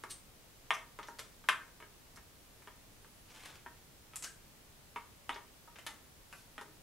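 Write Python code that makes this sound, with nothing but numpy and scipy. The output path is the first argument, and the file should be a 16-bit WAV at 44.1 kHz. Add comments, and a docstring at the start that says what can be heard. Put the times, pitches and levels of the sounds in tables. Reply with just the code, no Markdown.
"""Screws on a bicycle handlebar let go under a small T-handle torque tool, each snap ringing the bar.
The steel bit clicks and scrapes in the screw heads; the hand rubs over the handle and the grip
squeaks faintly. A small, quiet workshop answers with a short tail over low rumble and steady hiss."""
import sys
import numpy as np
from scipy import signal
from scipy.fft import rfft, irfft, next_fast_len
from scipy.io import wavfile
from scipy.ndimage import uniform_filter1d

SR = 44100
rng = np.random.default_rng(int(sys.argv[2]) if len(sys.argv) > 2 else 0)


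def wav_out(sig):
    """Save sig, one row per channel (or a flat mono array), as 16-bit PCM at SR to the path in sys.argv[1]."""
    wavfile.write(sys.argv[1], SR, np.round(np.clip(np.atleast_2d(sig).T, -1, 1) * 32767).astype(np.int16))


N = 300762


def amp(db):
    """Decibels to gain."""
    return 10 ** (np.asarray(db) / 20)


def unit(x):
    """Scale to rms 1."""
    return x / np.sqrt(np.mean(x ** 2) + 1e-20)


def along(points, hz):
    """Interpolate (freq_hz, value) points on a log axis."""
    freqs_hz, values = np.transpose(points)
    return np.interp(np.log(hz + 1), np.log(freqs_hz + 1), values)


def filtered(x, response):
    """Apply a frequency response."""
    n = x.shape[-1]
    size = next_fast_len(n + SR // 4)
    return irfft(rfft(x, size) * response(np.fft.rfftfreq(size, 1 / SR)), size)[..., :n]


def convolved(x, response):
    """Apply an impulse response, keeping the length of x."""
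    return signal.fftconvolve(np.atleast_2d(x), np.atleast_2d(response), axes=1)[:, :x.shape[-1]]


def coloured(x, points, size=4096):
    """Minimum-phase filter from (freq_hz, gain_db) points; attacks stay sharp."""
    cepstrum = irfft(np.log(amp(along(points, np.fft.rfftfreq(size, 1 / SR)))))
    cepstrum[1:size // 2] *= 2
    cepstrum[size // 2 + 1:] = 0
    return convolved(x, irfft(np.exp(rfft(cepstrum))))


def add(track, start_s, sound):
    """Mix a stereo sound into the track."""
    part = track[:, round(start_s * SR):][:, :sound.shape[1]]
    part += sound[:, :part.shape[1]]


def held(start_s, end_s, attack_s, release_s):
    """Envelope: 1 from start_s to end_s, exponential flanks outside."""
    t = np.arange(N) / SR
    return np.exp(np.minimum(t - start_s, 0) / attack_s - np.maximum(t - end_s, 0) / release_s)


def wander(rate_hz):
    """Random drift of rms 1: noise averaged over 1 / rate_hz."""
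    return unit(uniform_filter1d(rng.standard_normal(N), SR // rate_hz))


def noise_pair(correlation, size):
    """Stereo white noise; correlation is a function of frequency."""
    mid, side = rng.standard_normal((2, size))
    side = filtered(side, lambda hz: np.sqrt((1 - np.clip(correlation(hz), 0, 1)) / 2))
    mid = filtered(mid, lambda hz: np.sqrt((1 + np.clip(correlation(hz), 0, 1)) / 2))
    return np.array([mid + side, mid - side])


def echoes(decay, correlation, rise_s):
    """Dense stereo echoes, energy 1 per channel; decay lists (freq_hz, t60_s)."""
    hz, t, spectra = signal.stft(noise_pair(lambda hz: correlation, SR // 2), SR, nperseg=128)
    spectra = spectra * amp(-60 * t / along(decay, hz)[:, None])
    tail = signal.istft(spectra, SR, nperseg=128)[1][:, :SR // 2]
    tail *= 1 - np.exp(-(np.arange(tail.shape[1]) / SR / rise_s) ** 2)
    return tail / np.sqrt(np.sum(tail ** 2) / 2)


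# background spectrum: freq_hz, gain_db
AIR_SPECTRUM = [(12, -20), (20, -2), (55, -5), (137, -7.5), (186, -10.5), (268, -12), (385, -14.5),
                (455, -14), (618, -16), (1550, -20.5), (1990, -20.5), (2290, -21), (3290, -21.5),
                (15700, -26)]
# background left-right likeness: freq_hz, correlation
AIR_CORRELATION = [(30, 0.85), (250, 0.58), (1000, 0.24), (4000, 0.067), (12000, 0.03)]


def workshop_air(level_db=-59):
    """Low building rumble and even hiss."""
    noise = noise_pair(lambda hz: along(AIR_CORRELATION, hz), N)
    return amp(level_db) * unit(filtered(noise, lambda hz: amp(along(AIR_SPECTRUM, hz))))


# room reverberation: freq_hz, t60_s
ROOM_DECAY = [(200, 0.82), (800, 0.31), (1500, 0.37), (2700, 0.29), (5000, 0.27), (9000, 0.33),
              (14000, 0.083)]


def in_room(x, room_db):
    """Direct sound plus the room's tail."""
    tail = echoes(ROOM_DECAY, correlation=0.77, rise_s=0.004)
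    return x + amp(room_db) * convolved(np.atleast_2d(x).mean(axis=0), tail)


# squeaks of the shifting grip: start_s, length_s, first_hz, last_hz, level_db
GRIP_SQUEAKS = [(2.89, .34, 8350, 10600, -72), (3.29, .13, 9050, 9350, -73)]


def grip_squeaks(swell_db=16, fade_s=0.02):
    """Unsteady friction whistles: each glides up and swells with pressure until the grip lets go."""
    track, t = np.zeros(N), np.arange(N) / SR
    waver, grip = wander(rate_hz=500), wander(rate_hz=70)
    for start_s, length_s, first_hz, last_hz, level_db in GRIP_SQUEAKS:
        to_go = np.clip(1 - (t - start_s) / length_s, 0, 1)
        pitch_hz = last_hz + (first_hz - last_hz) * to_go ** 1.7
        phase = 2 * np.pi * np.cumsum(pitch_hz * (1 + 0.008 * waver)) / SR
        gain = amp(level_db - swell_db * to_go + 3 * grip)
        track += np.sin(phase) * gain * held(start_s, start_s + length_s, fade_s, fade_s)
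    return in_room(track, room_db=1)


def contact(size=128):
    """Two surfaces meet: 1-2 ms of chatter with a flat spectrum."""
    ramp = np.arange(size) / size
    spectrum = rfft(rng.standard_normal(size) * ramp * np.exp(-ramp * 2 * np.pi))
    return irfft(spectrum / np.abs(spectrum))


def friction(size, spread_db):
    """Tiny slips of uneven size, one per millisecond."""
    noise = rng.standard_normal(size)
    slip_db = spread_db * np.repeat(rng.standard_normal(size), SR // 1000)[:size]
    return unit(noise * amp(slip_db))


# skin rubbing on plastic: freq_hz, gain_db
SKIN_SPECTRUM = [(200, -9.5), (1000, 1.5), (3000, 1.5), (6000, -6), (11000, -12), (15000, -24)]


def hand_rub(stroke_db=-63.5, pressure_db=3.5, slip_db=-54.5, catches_per_s=90):
    """Skin rasps and catches on the handle: one stroke at uneven pressure, with one slip of the grip."""
    stroke = amp(stroke_db + pressure_db * wander(rate_hz=70))
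    stroke *= held(start_s=3.305, end_s=3.55, attack_s=0.023, release_s=0.03)
    slip = amp(slip_db) * held(start_s=3.457, end_s=3.457, attack_s=0.0057, release_s=0.021)
    catches = (rng.random(N) < catches_per_s / SR) * rng.uniform(0.4, 1, N)
    rasp = friction(N, spread_db=4.5) + amp(-5) * unit(convolved(catches, contact()))
    return in_room(unit(coloured(rasp, SKIN_SPECTRUM)) * (stroke + slip), room_db=-4)


# steel sliding on steel: freq_hz, gain_db
STEEL_SPECTRUM = [(200, 0), (900, -18), (1600, -8), (4000, 2), (9500, -0.5), (12500, -10), (15000, -20)]
# slides of the bit: centre_s, half_width_s, level_db, ring_hz, ring_db
BIT_SCRAPES = [(0.113, 0.012, -42.5, 8400, -13), (0.123, 0.013, -46, 8500, 9),
               (0.739, 0.0042, -46, 5830, 3), (4.245, 0.0068, -40.5, 2830, -7),
               (4.26, 0.0072, -50, 8250, 8), (4.27, 0.015, -50, 1570, 3), (5.327, .007, -50, 3600, 12),
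               (6.379, 0.074, -62.5, 10500, -4)]


def bit_scrapes():
    """The bit slides along the socket wall and excites one resonance."""
    track, t = np.zeros((2, N)), np.arange(SR // 2) / SR
    for centre_s, half_width_s, level_db, ring_hz, ring_db in BIT_SCRAPES:
        slips = friction(len(t), spread_db=-1.5)
        ring = filtered(slips, lambda hz: 1 / (1 + 1j * 12 * (hz - ring_hz) / ring_hz) ** 2)
        slide = unit(unit(coloured(slips, STEEL_SPECTRUM)) + amp(ring_db) * unit(ring))
        stroke = np.exp(-(t / half_width_s - 2) ** 2)
        add(track, centre_s - 2 * half_width_s, amp(level_db - 3) * in_room(slide * stroke, room_db=-6))
    return track


def struck(modes, ring_t60_s, ring_db, clatter_t60_s, clatter_db):
    """Struck metal: contact, ring of clear modes and clatter of many damped ones, new at every blow."""
    t = np.arange(SR // 2) / SR
    mode_hz, mode_db = np.transpose(modes)[:, :, None]
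    strength = amp(mode_db + 1.84 * rng.standard_normal(mode_hz.shape))
    partials = strength * np.sin(2 * np.pi * (mode_hz * t + rng.random(mode_hz.shape)))
    ring = partials.sum(axis=0) * amp(-60 * t / ring_t60_s)
    ring *= amp(ring_db) / np.linalg.norm(ring)
    clatter = amp(clatter_db) * echoes([(1000, clatter_t60_s)], correlation=0.75, rise_s=0.0029)
    return convolved(signal.unit_impulse(len(t)) + ring + clatter, contact())


def focused(x, focus_hz, q, band_db):
    """Place and length of a contact favour one band, added to x at band_db."""
    def response(hz):
        damping = 1j * hz * focus_hz / q
        return 1 + amp(band_db) * damping / (focus_hz ** 2 - hz ** 2 + damping)
    return filtered(x, response)


# steel bit modes: freq_hz, level_db
BIT_MODES = [(1560, -9), (2030, 5.5), (3000, -3), (4455, 3), (5130, 9), (6050, 1), (7520, 1), (8300, -4),
             (8860, 6), (11200, -7)]
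# clicks in a screw head: start_s, level_db, edge_db, focus_hz
BIT_CLICKS = [(0.745,-45,-3,5700), (1.03,-46,-22,3300), (1.073,-51.5,-15,6140), (1.187,-45,-5,4500),
              (1.192,-39,-4,3580), (2.160,-52.5,-2,5440), (2.621,-60,-4,2460), (3.372,-58,-14,3000),
              (3.454,-48,-2,3420), (3.553,-59,-14,2700), (4.158,-37.5,0.5,7340), (4.2241,-38.5,-5.5,7540),
              (4.2391,-37.5,-8,6200), (4.2456,-43.5,-1,4800), (5.343,-47,-19,4640), (5.7584,-50.5,-22,2930),
              (5.786,-48.5,-8,2830), (5.8651,-37.5,-2,3550), (5.868,-39,-8,3600), (6.3267,-48,-4,2560)]


def bit_clicks(body_db_per_octave=-10):
    """The bit drops into a screw head or taps its rim: a bright tick, thinner the higher its focus."""
    track = np.zeros((2, N))
    for start_s, level_db, edge_db, focus_hz in BIT_CLICKS:
        body_db = 1 + body_db_per_octave * np.log2(focus_hz / 3600)
        spectrum = [(150, body_db - 17), (600, body_db), (1400, body_db + 7), (3300, -3), (5000, -6),
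                    (6500, -3), (9000, edge_db), (11800, edge_db - 0.5), (14500, edge_db - 24)]
        tick = struck(BIT_MODES, ring_t60_s=0.085, ring_db=-9.5, clatter_t60_s=0.055, clatter_db=2.5)
        tick = focused(coloured(tick, spectrum), focus_hz, q=5.1, band_db=7)
        add(track, start_s, amp(level_db + 19.5) * in_room(tick, room_db=-5))
    return track


# handlebar and clamp modes: freq_hz, level_db
BAR_MODES = [(250, -1.5), (375, -1), (425, 4.5), (640, 3), (828, -0.5), (875, -13.5), (940, 2), (1022, -12),
             (1190, -2), (1260, 1.5), (1296, -4), (1396, -19), (1446, -13), (1555, -2), (1608, -12),
             (1772, -16), (1836, 1), (1940, -20), (2135, -2), (2235, 0.5), (2446, -8.5), (2614, -18),
             (2813, -12), (2968, -29), (3028, 0), (3140, -16), (3500, -1), (5480, 2), (8850, 2),
             (11200, 8.5)]
# knocks through the bar: start_s, level_db, hardness_db, crack_db, focus_hz
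SCREW_KNOCKS = [(0.037,-40,-11.5,-13.5,1220), (0.706,-24,-3,-20,1060), (0.9888,-40.5,-9.5,-17,1240),
                (1.085,-42.5,-16,-16,1330), (1.441,-52,-9,-15,1500), (1.4874,-19.5,-3.5,-15,1620),
                (1.802,-50.5,-8,-17,1550), (1.8243,-47.5,-9,-21,1750), (2.172,-51.5,-9,-12,1790),
                (2.6736,-46.5,-9,-17,1010), (3.046,-58,-7,-19,1200), (3.662,-42.5,-13.5,-29,1245),
                (4.135,-53.5,-2,-15,1300), (4.960,-37.5,-6,-20,950), (5.293,-31,-4.5,-19.5,950),
                (5.3606,-42,-9,-21,970), (5.676,-53,-25,-20,930), (6.5799,-42,-5.5,-16.5,1450),
                (6.612,-44,-12,-10,990)]


def screw_knocks(light_knock_db=-40, thud_loss_db_per_db=0.73):
    """A screw lets go or the tool takes up its play: the bar rings, brighter the harder the contact."""
    track = np.zeros((2, N))
    for start_s, level_db, hardness_db, crack_db, focus_hz in SCREW_KNOCKS:
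        # more force, shorter contact, smaller share of low thud
        thud_db = -8.5 - thud_loss_db_per_db * max(level_db - light_knock_db, 0)
        spectrum = [(110, thud_db - 27), (250, thud_db + 0.5), (560, thud_db),
                    (740, -10.5), (950, -1), (1700, -4), (2350, hardness_db), (3300, hardness_db - 3),
                    (4300, crack_db - 5), (11300, crack_db - 9), (14000, crack_db - 33)]
        blow = struck(BAR_MODES, ring_t60_s=0.075, ring_db=-3.5, clatter_t60_s=0.1, clatter_db=0)
        blow = focused(coloured(blow, spectrum), focus_hz, q=10.5, band_db=0.5)
        add(track, start_s, amp(level_db + 31.5) * in_room(blow, room_db=-8))
    return track


def scene():
    """The tool slightly left of centre, over the workshop's background."""
    tool = screw_knocks() + bit_clicks() + bit_scrapes() + hand_rub() + grip_squeaks()
    pan_db = [[0.5], [-0.5]]
    return tool * amp(pan_db) + workshop_air()


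def record(dry):
    """Brick-wall low-pass."""
    cutoff_hz = 15780
    return filtered(dry, lambda hz: hz < cutoff_hz)


dry = scene()
out = record(dry)
wav_out(out)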